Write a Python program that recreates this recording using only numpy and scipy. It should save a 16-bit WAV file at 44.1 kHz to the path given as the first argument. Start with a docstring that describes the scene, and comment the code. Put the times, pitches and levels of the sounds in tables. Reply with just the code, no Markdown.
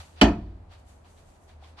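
"""A steel crack, a hollow knock and a boom in the room: a thrown knife sticks in a wooden target.
Before and after, clothes and shoes rustle over the quiet floor of a cluttered garage, where a low hum wavers.
Blade, board and room modes are decaying sines; the echo is noise that dies away band by band.
Cloth is dense random grains with hiss and ticks. Left and right are placed as for a microphone pair:
the blade is louder on the right, the knock and boom equal on both sides. No distance is simulated."""
import sys
import numpy as np
from scipy import signal
from scipy.io import wavfile

SR = 44100
rng = np.random.default_rng(int(sys.argv[2]) if len(sys.argv) > 2 else 0)


def put_to_file(sound):
    """Save the sound as 16-bit audio at rate SR, in the file named by the first command-line argument."""
    columns = np.atleast_2d(sound).T  # one column per channel
    safe = np.clip(columns, -1, 1)
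    whole_steps = np.round(safe * 32767)
    wavfile.write(sys.argv[1], SR, whole_steps.astype(np.int16))


N = 79380
TIME_S = np.arange(N) / SR
OPPOSED = np.array([[1], [-1]])  # left and right in opposite polarity

# swells of clothes and shoes: (peak time [s], rise [s], fall t60 [s],
# relative body level [dB], relative hiss level [dB])
RUSTLE_SWELLS = [(.005, 0.036, 0.13, -54, -65.5), (0.059, 0.12, 0.86, -66, -69.5),
                 (0.194, 0.027, 1, -59, -89), (0.735, 0.028, 0.29, -61.5, -74.5),
                 (0.798, 0.014, .2, -89, -80.5), (.90, 0.034, 0.54, -70, -71),
                 (1.062, 0.016, 0.364, -68.5, -89), (1.12, 0.05, 0.84, -85.5, -75),
                 (1.195, 0.025, 0.24, -69.5, -78.5), (1.30, 0.043, 0.24, -76, -76.5),
                 (1.36, 0.035, 0.29, -77, -80), (1.439, 0.028, 0.48, -84, -77),
                 (1.497, 0.018, 0.3, -65.5, -80), (1.646, 0.031, 0.42, -64, -82),
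                 (1.69, 0.044, 0.34, -77.5, -78.5), (1.795, 0.017, 0.18, -53.5, -74.5)]
# colour of the cloth body: (frequency [Hz], relative density [dB per Hz])
CLOTH_COLOUR = [(410, -29), (700, 0.5), (1160, -5.5), (1570, -4.5), (1850, -9), (2700, -7), (3860, -9),
                (4460, -8.5), (6000, -19.5), (7800, -47), (13200, -120)]
# colour of the fine cloth hiss: (frequency [Hz], relative density [dB per Hz])
HISS_COLOUR = [(4500, -14), (6000, -1.5), (8000, -2), (10500, -8), (13000, -11.5)]
# small ticks of gear: (time [s], strike level [dB], pitch [Hz], t60 [s])
GEAR_TICKS = [(.728, -59.5, 2985, 0.0079), (1.0462, -52, 2800, 0.0039), (1.1766, -51.5, 3900, 0.0043),
              (1.497, -57.5, 3500, 0.0054), (1.6255, -46.5, 775, 0.047), (1.633, -52, 910, 0.023),
              (1.638, -48, 3530, 0.0068), (1.639, -51.5, 2210, 0.015), (1.645, -51, 1050, 0.04),
              (1.645, -53, 3310, 0.018), (1.7835, -48, 1110, 0.069), (1.7857, -45, 1150, .03),
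              (1.7905, -46.5, 2920, .015), (1.793, -44, 3820, .025)]
GRAINS_PER_S, GRAIN_SPREAD_DB = 1500, 1

# colour of the quiet floor: (frequency [Hz], relative density [dB per Hz])
FLOOR_COLOUR = [(15, -31), (25, -3), (120, -9.5), (278, -15.5), (507, -17), (593, -13.5), (750, -15),
                (1370, -25.5), (2250, -32.5), (2500, -36.5), (4940, -44), (5340, -47.5), (7910, -44.5),
                (13000, -59)]
FLOOR_DB = -57  # rms
# likeness of left and right in cloth and floor: (frequency [Hz], likeness [0 to 1])
SIDE_LIKENESS = [(60, 1), (230, 0.73), (910, 0.089), (3520, 0), (13700, 0)]
# the low hum: (time [s], rms level [dB])
HUM_LEVEL = [(0, -39.5), (.06, -62.5), (.11, -55), (.14, -54.5), (.2, -47.5), (.6, -52), (1.1, -57.5),
             (1.5, -63), (1.54, -49.5), (1.62, -50), (1.72, -53), (1.8, -57.5)]
HUM_HZ, HUM_WANDER_HZ = 76.1, 4.5  # centre, rms wander

# quick contacts of the blade tip: (time [s], strike level [dB])
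BLADE_BITES = [(0.2124, -20.5), (0.214, -6.5), (0.2163, -11.5), (0.218, -14.5), (0.2216, -14),
               (0.2265, -23), (0.231, -21.5), (0.2328, -24.5), (0.2436, -27)]
# short bright rings of blade and board surface: (frequency [Hz], relative level [dB], t60 [s])
BLADE_RINGS = [(1804, -14, 0.035), (2557, -9, .02), (2920, -10, .018), (3040, -5, 0.019),
               (3335, -14.5, 0.015), (4020, -18, 0.03), (4577, -9, 0.012), (5555, -17.5, .015),
               (6000, -22.5, 0.0083), (7289, -13.5, 0.044), (8400, -18, 0.013), (9700, -17, .01),
               (10500, -20, 0.0091), (12400, -16.5, .008)]
BLADE_PAN_DB, BLADE_LAG_S = -8, .00025  # left relative to right; delay of the right
COMMON_TOP_HZ = 7800  # above this the common part of the crack is filtered away

# echo of the hit, part common to both sides: (frequency [Hz], relative density [dB per Hz])
ECHO_MID = [(88, -34), (150, -7.5), (313, 3), (498, -15), (689, -9), (804, -13.5), (971, -11.5),
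            (1110, -31.5), (1300, -17), (2910, -26), (3820, -29.5), (4610, -31.5), (7580, -42),
            (8120, -102), (9000, -112), (11700, -142), (19800, -120)]
# echo of the hit, part opposed between the sides: (frequency [Hz], relative density [dB per Hz])
ECHO_SIDE = [(88, -63), (150, -32), (307, -8), (399, -21), (702, -6), (832, -10), (949, -12), (1730, -21),
             (2390, -16.5), (3680, -27), (8430, -29), (13500, -52)]
# main slope of the echo: (frequency [Hz], t60 [s])
ECHO_T60 = [(150, 0.15), (300, 0.24), (700, .27), (1500, 0.21), (3000, 0.2), (5000, 0.19), (7000, 0.2),
            (12000, .17)]
# slower slope of the echo: (frequency [Hz], level relative to the main slope [dB])
LATE_LEVEL = [(150, -10), (260, -18.5), (500, -23), (2000, -33), (5000, -40), (10000, -36)]
# fast early slope of the echo: (frequency [Hz], level relative to the main slope [dB])
EARLY_LEVEL = [(300, 1), (1500, -2.5), (3000, 0), (9000, 7)]
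LATE_T60_S, EARLY_T60_S = 0.74, 0.018
# rings of board and blade that carry on in the echo: (frequency [Hz], width [Hz], lift [dB])
RINGS_IN_ECHO = [(690, 35, 1.5), (992, 58, 5), (1293, 150, -1.5), (1824, 130, 0.5), (2496, 130, 6),
                 (2977, 74, 9), (3270, 90, 4.5), (4050, 66, 2.5), (4480, 120, 10), (5540, 100, 3.5),
                 (6246, 70, 6.5), (7300, 80, 7)]
ECHO_S, ECHO_RISE_S, ECHO_MID_DB, ECHO_SIDE_DB = .2135, 0.0037, 8, 1.5
RAGGED_DB, RAGGED_PER_S = 2, 70  # uneven reflections off the clutter

# modes of the wooden board: (frequency [Hz], relative level [dB], t60 [s])
BOARD_MODES = [(175, -14, 0.55), (196.1, -16.5, .5), (215, -5, 0.37), (273.6, 3.5, 0.19), (300.5, -9, 0.39),
               (348.5, -6.5, 0.12), (387.2, -10.5, 0.2), (543.6, -18.5, .25), (628, -10, 0.15),
               (693.6, -15, 0.36), (724, -15, 0.28), (807.7, -16, 0.2), (857, -11.5, 0.21),
               (990.5, -17, 0.14)]
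KNOCK_S, KNOCK_DB, KNOCK_RISE_S = .2162, -9, 0.0054
# low modes of the room: (frequency [Hz], relative level [dB], t60 [s])
ROOM_MODES = [(32.6, -19, 1.2), (54.44, -7, 0.97), (77.9, -6.5, 0.39), (93.1, -17, 1.69), (109.1, -10, .6),
              (57.73, 1, 0.54)]
BOOM_S, BOOM_DB, BOOM_RISE_S = .219, -17, 0.017

DUCK_ABOVE_DB, DUCK_SHARE, RECOVER_DB_PER_S = -20, 0.046, 1.5  # gain control; share is dB cut per dB above
CEILING, KNEE = .96, 6  # peaks bend over below full scale
CUTOFF_HZ = 13600


def from_db(db):
    """Decibels to gain."""
    return 10 ** (np.asarray(db) / 20)


def rms_one(x):
    """Scale to rms 1."""
    return x / np.sqrt(np.mean(x ** 2) + 1e-20)


def at_hz(points, hz):
    """Read a table on a log-frequency axis."""
    table_hz, values = np.transpose(points)
    return np.interp(np.log(hz), np.log(table_hz), values)


def clicks_at(s, gains):
    """Clicks of given sizes at given times."""
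    out = np.zeros(N)
    samples = (np.asarray(s) * SR).astype(int)
    np.add.at(out, np.minimum(samples, N - 1), gains)
    return out


def ring(clicks, hz, t60):
    """A unit click sets a two-pole resonator ringing: a decaying sine of height 1."""
    r = from_db(-60 / (t60 * SR))
    w = 2 * np.pi * hz / SR
    return signal.lfilter([0, np.sin(w)], [1, -2 * r * np.cos(w), r * r], clicks + 1e-18)


def bands(sources, low_hz, high_hz):
    """Third-octave bands with their centre; neighbours take unrelated sources."""
    edges = low_hz * 2 ** np.arange(0, np.log2(high_hz / low_hz), 1 / 3)
    for k, (low, high) in enumerate(zip(edges, edges[1:])):
        band_pass = signal.butter(3, [low, high], "band", fs=SR, output="sos")
        yield np.sqrt(low * high), signal.sosfilt(band_pass, sources[k % 2])


def spread(spectrum, sources, low_hz, high_hz):
    """Stereo noise of a given colour and left-right likeness; rms 1."""
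    out = 0
    for hz, (mid, side) in bands(sources, low_hz, high_hz):
        alike = np.clip(at_hz(SIDE_LIKENESS, hz), -1, 1)
        stereo = np.sqrt(1 + alike) * mid + np.sqrt(1 - alike) * side * OPPOSED
        out = out + from_db(at_hz(spectrum, hz)) * stereo
    return rms_one(out)


def flutter(rate):
    """Straight lines between random levels of spread 1, at a given number of levels a second."""
    knots = int(N / SR * rate) + 2
    return np.interp(TIME_S * rate, np.arange(knots), rng.standard_normal(knots))


def coloured(x, rings):
    """Resonators add their response to a sound, so that it bears their pitches."""
    out = x
    for hz, width_hz, lift_db in rings:
        r = np.exp(-np.pi * width_hz / SR)
        feedback = [1, -2 * r * np.cos(2 * np.pi * hz / SR), r * r]
        out = out + from_db(lift_db) * signal.lfilter([(1 - r * r) / 2, 0, (r * r - 1) / 2], feedback, x)
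    return out


def rustle():
    """Clothes and shoes: swells of dense random grains with fine hiss on top, and single ringing ticks."""
    body_level, hiss_level = 0, 0
    for s, rise_s, t60, body_db, hiss_db in RUSTLE_SWELLS:
        rise = np.exp(-((TIME_S - s) / rise_s) ** 2)
        fall = from_db(-60 * np.maximum(TIME_S - s, 0) / t60)
        swell = np.where(TIME_S < s, rise, fall)
        body_level = body_level + from_db(body_db) * swell
        hiss_level = hiss_level + from_db(hiss_db) * swell
    shape = (2, 2, N)
    present = rng.random(shape) < GRAINS_PER_S / SR
    sizes = from_db(GRAIN_SPREAD_DB * np.minimum(rng.exponential(1, shape), 4))
    grains = present * sizes * rng.choice([-1, 1], shape)
    body = spread(CLOTH_COLOUR, grains + 1e-18, 601.0, 7000.)
    hiss = spread(HISS_COLOUR, rng.standard_normal(shape), 4502.0, 15500.)
    ticks = sum(ring(clicks_at([s], from_db(db)), hz, t60) for s, db, hz, t60 in GEAR_TICKS)
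    return 2 * body_level * body + 2 * hiss_level * hiss + ticks


def room_tone():
    """Quiet floor of broad noise, and a low sine hum whose pitch wanders at random."""
    floor = spread(FLOOR_COLOUR, rng.standard_normal((2, 2, N)), 25.1, 15500.)
    level_s, level_db = np.transpose(HUM_LEVEL)
    # the first second lets the wander settle and is dropped
    wander = rms_one(signal.lfilter([1], [1, -.9995], rng.standard_normal(N + SR))[SR:])
    phase = 2 * np.pi * np.cumsum(HUM_HZ + HUM_WANDER_HZ * wander) / SR
    hum = np.sqrt(2) * np.sin(phase)  # rms 1
    return from_db(FLOOR_DB) * floor + from_db(np.interp(TIME_S, level_s, level_db)) * hum


def blade_side(lag_s, pan_db):
    """One side of the blade: each bite strikes every ring with its own random strength."""
    bite_s, bite_db = np.transpose(BLADE_BITES)
    out = np.zeros(N)
    for hz, level_db, t60 in BLADE_RINGS:
        strike_db = bite_db + level_db + pan_db + rng.normal(0, 1.6, len(bite_s))
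        out += ring(clicks_at(bite_s + lag_s, from_db(strike_db)), hz, t60)
    return out


def blade():
    """Steel crack of decaying sines, louder and later on the right; its top keeps only the left-right difference."""
    left = blade_side(0, BLADE_PAN_DB / 2)
    right = blade_side(BLADE_LAG_S, -BLADE_PAN_DB / 2)
    low_pass = signal.cheby2(8, 32, COMMON_TOP_HZ, fs=SR, output="sos")
    common = signal.sosfiltfilt(low_pass, left + right)
    return (common + (left - right) * OPPOSED) / 2


def echo():
    """Echo of the hit: noise bearing its rings, that rises fast and dies band by band on three slopes."""
    t = np.maximum(TIME_S - ECHO_S, 0)
    rise = 1 - np.exp(-(t / ECHO_RISE_S) ** 2)
    noise = coloured(rng.standard_normal((2, 2, N)), RINGS_IN_ECHO)
    mids, sides = 0, 0
    for hz, (mid, side) in bands(noise, 141.9, 15500.):
        main = from_db(-60 * t / at_hz(ECHO_T60, hz))
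        late = from_db(at_hz(LATE_LEVEL, hz) - 60 * t / LATE_T60_S)
        early = from_db(at_hz(EARLY_LEVEL, hz) - 60 * t / EARLY_T60_S)
        fall = (main + late + early) * from_db(RAGGED_DB * flutter(RAGGED_PER_S))
        mids = mids + from_db(at_hz(ECHO_MID, hz) + ECHO_MID_DB) * mid * fall
        sides = sides + from_db(at_hz(ECHO_SIDE, hz) + ECHO_SIDE_DB) * side * fall
    return rise * (mids + sides * OPPOSED)


def struck(modes, s, db, rise_s):
    """One blow sets modes ringing, neighbours in opposite polarity; the sound builds up over the rise time."""
    t = np.maximum(TIME_S - s, 0)
    rings = 0
    for k, (hz, level_db, t60) in enumerate(modes):
        rings = rings + (-1) ** k * from_db(level_db) * ring(clicks_at([s], -from_db(db)), hz, t60)
    return rings * (1 - np.exp(-(t / rise_s) ** 2))


def knock():
    """Hollow knock: the decaying modes of the wooden board."""
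    return struck(BOARD_MODES, KNOCK_S, KNOCK_DB, KNOCK_RISE_S)


def boom():
    """Boom of the garage: its low modes, slower to build up than the knock."""
    return struck(ROOM_MODES, BOOM_S, BOOM_DB, BOOM_RISE_S)


def scene():
    """Rustle and room tone throughout, with the hit and its echo on top."""
    return rustle() + room_tone() + blade() + echo() + knock() + boom()


def record(dry):
    """Gain control ducks after the loud hit and recovers; peaks are slightly rounded, the top is cut."""
    power = signal.lfilter([.001], [1, -.999], np.mean(dry ** 2, axis=0))
    level_db = 10 * np.log10(power + 1e-12)
    cut_db = DUCK_SHARE * np.maximum(level_db - DUCK_ABOVE_DB, 0)
    # the cut deepens at once and eases off at a steady rate
    recovered_db = RECOVER_DB_PER_S * TIME_S
    cut_db = np.maximum.accumulate(cut_db + recovered_db) - recovered_db
    even = dry * from_db(-cut_db)
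    rounded = even / (1 + np.abs(even / CEILING) ** KNEE) ** (1 / KNEE)
    low_pass = signal.cheby2(16, 70, CUTOFF_HZ, fs=SR, output="sos")
    return signal.sosfilt(low_pass, rounded)


dry = scene()
out = record(dry)
put_to_file(out)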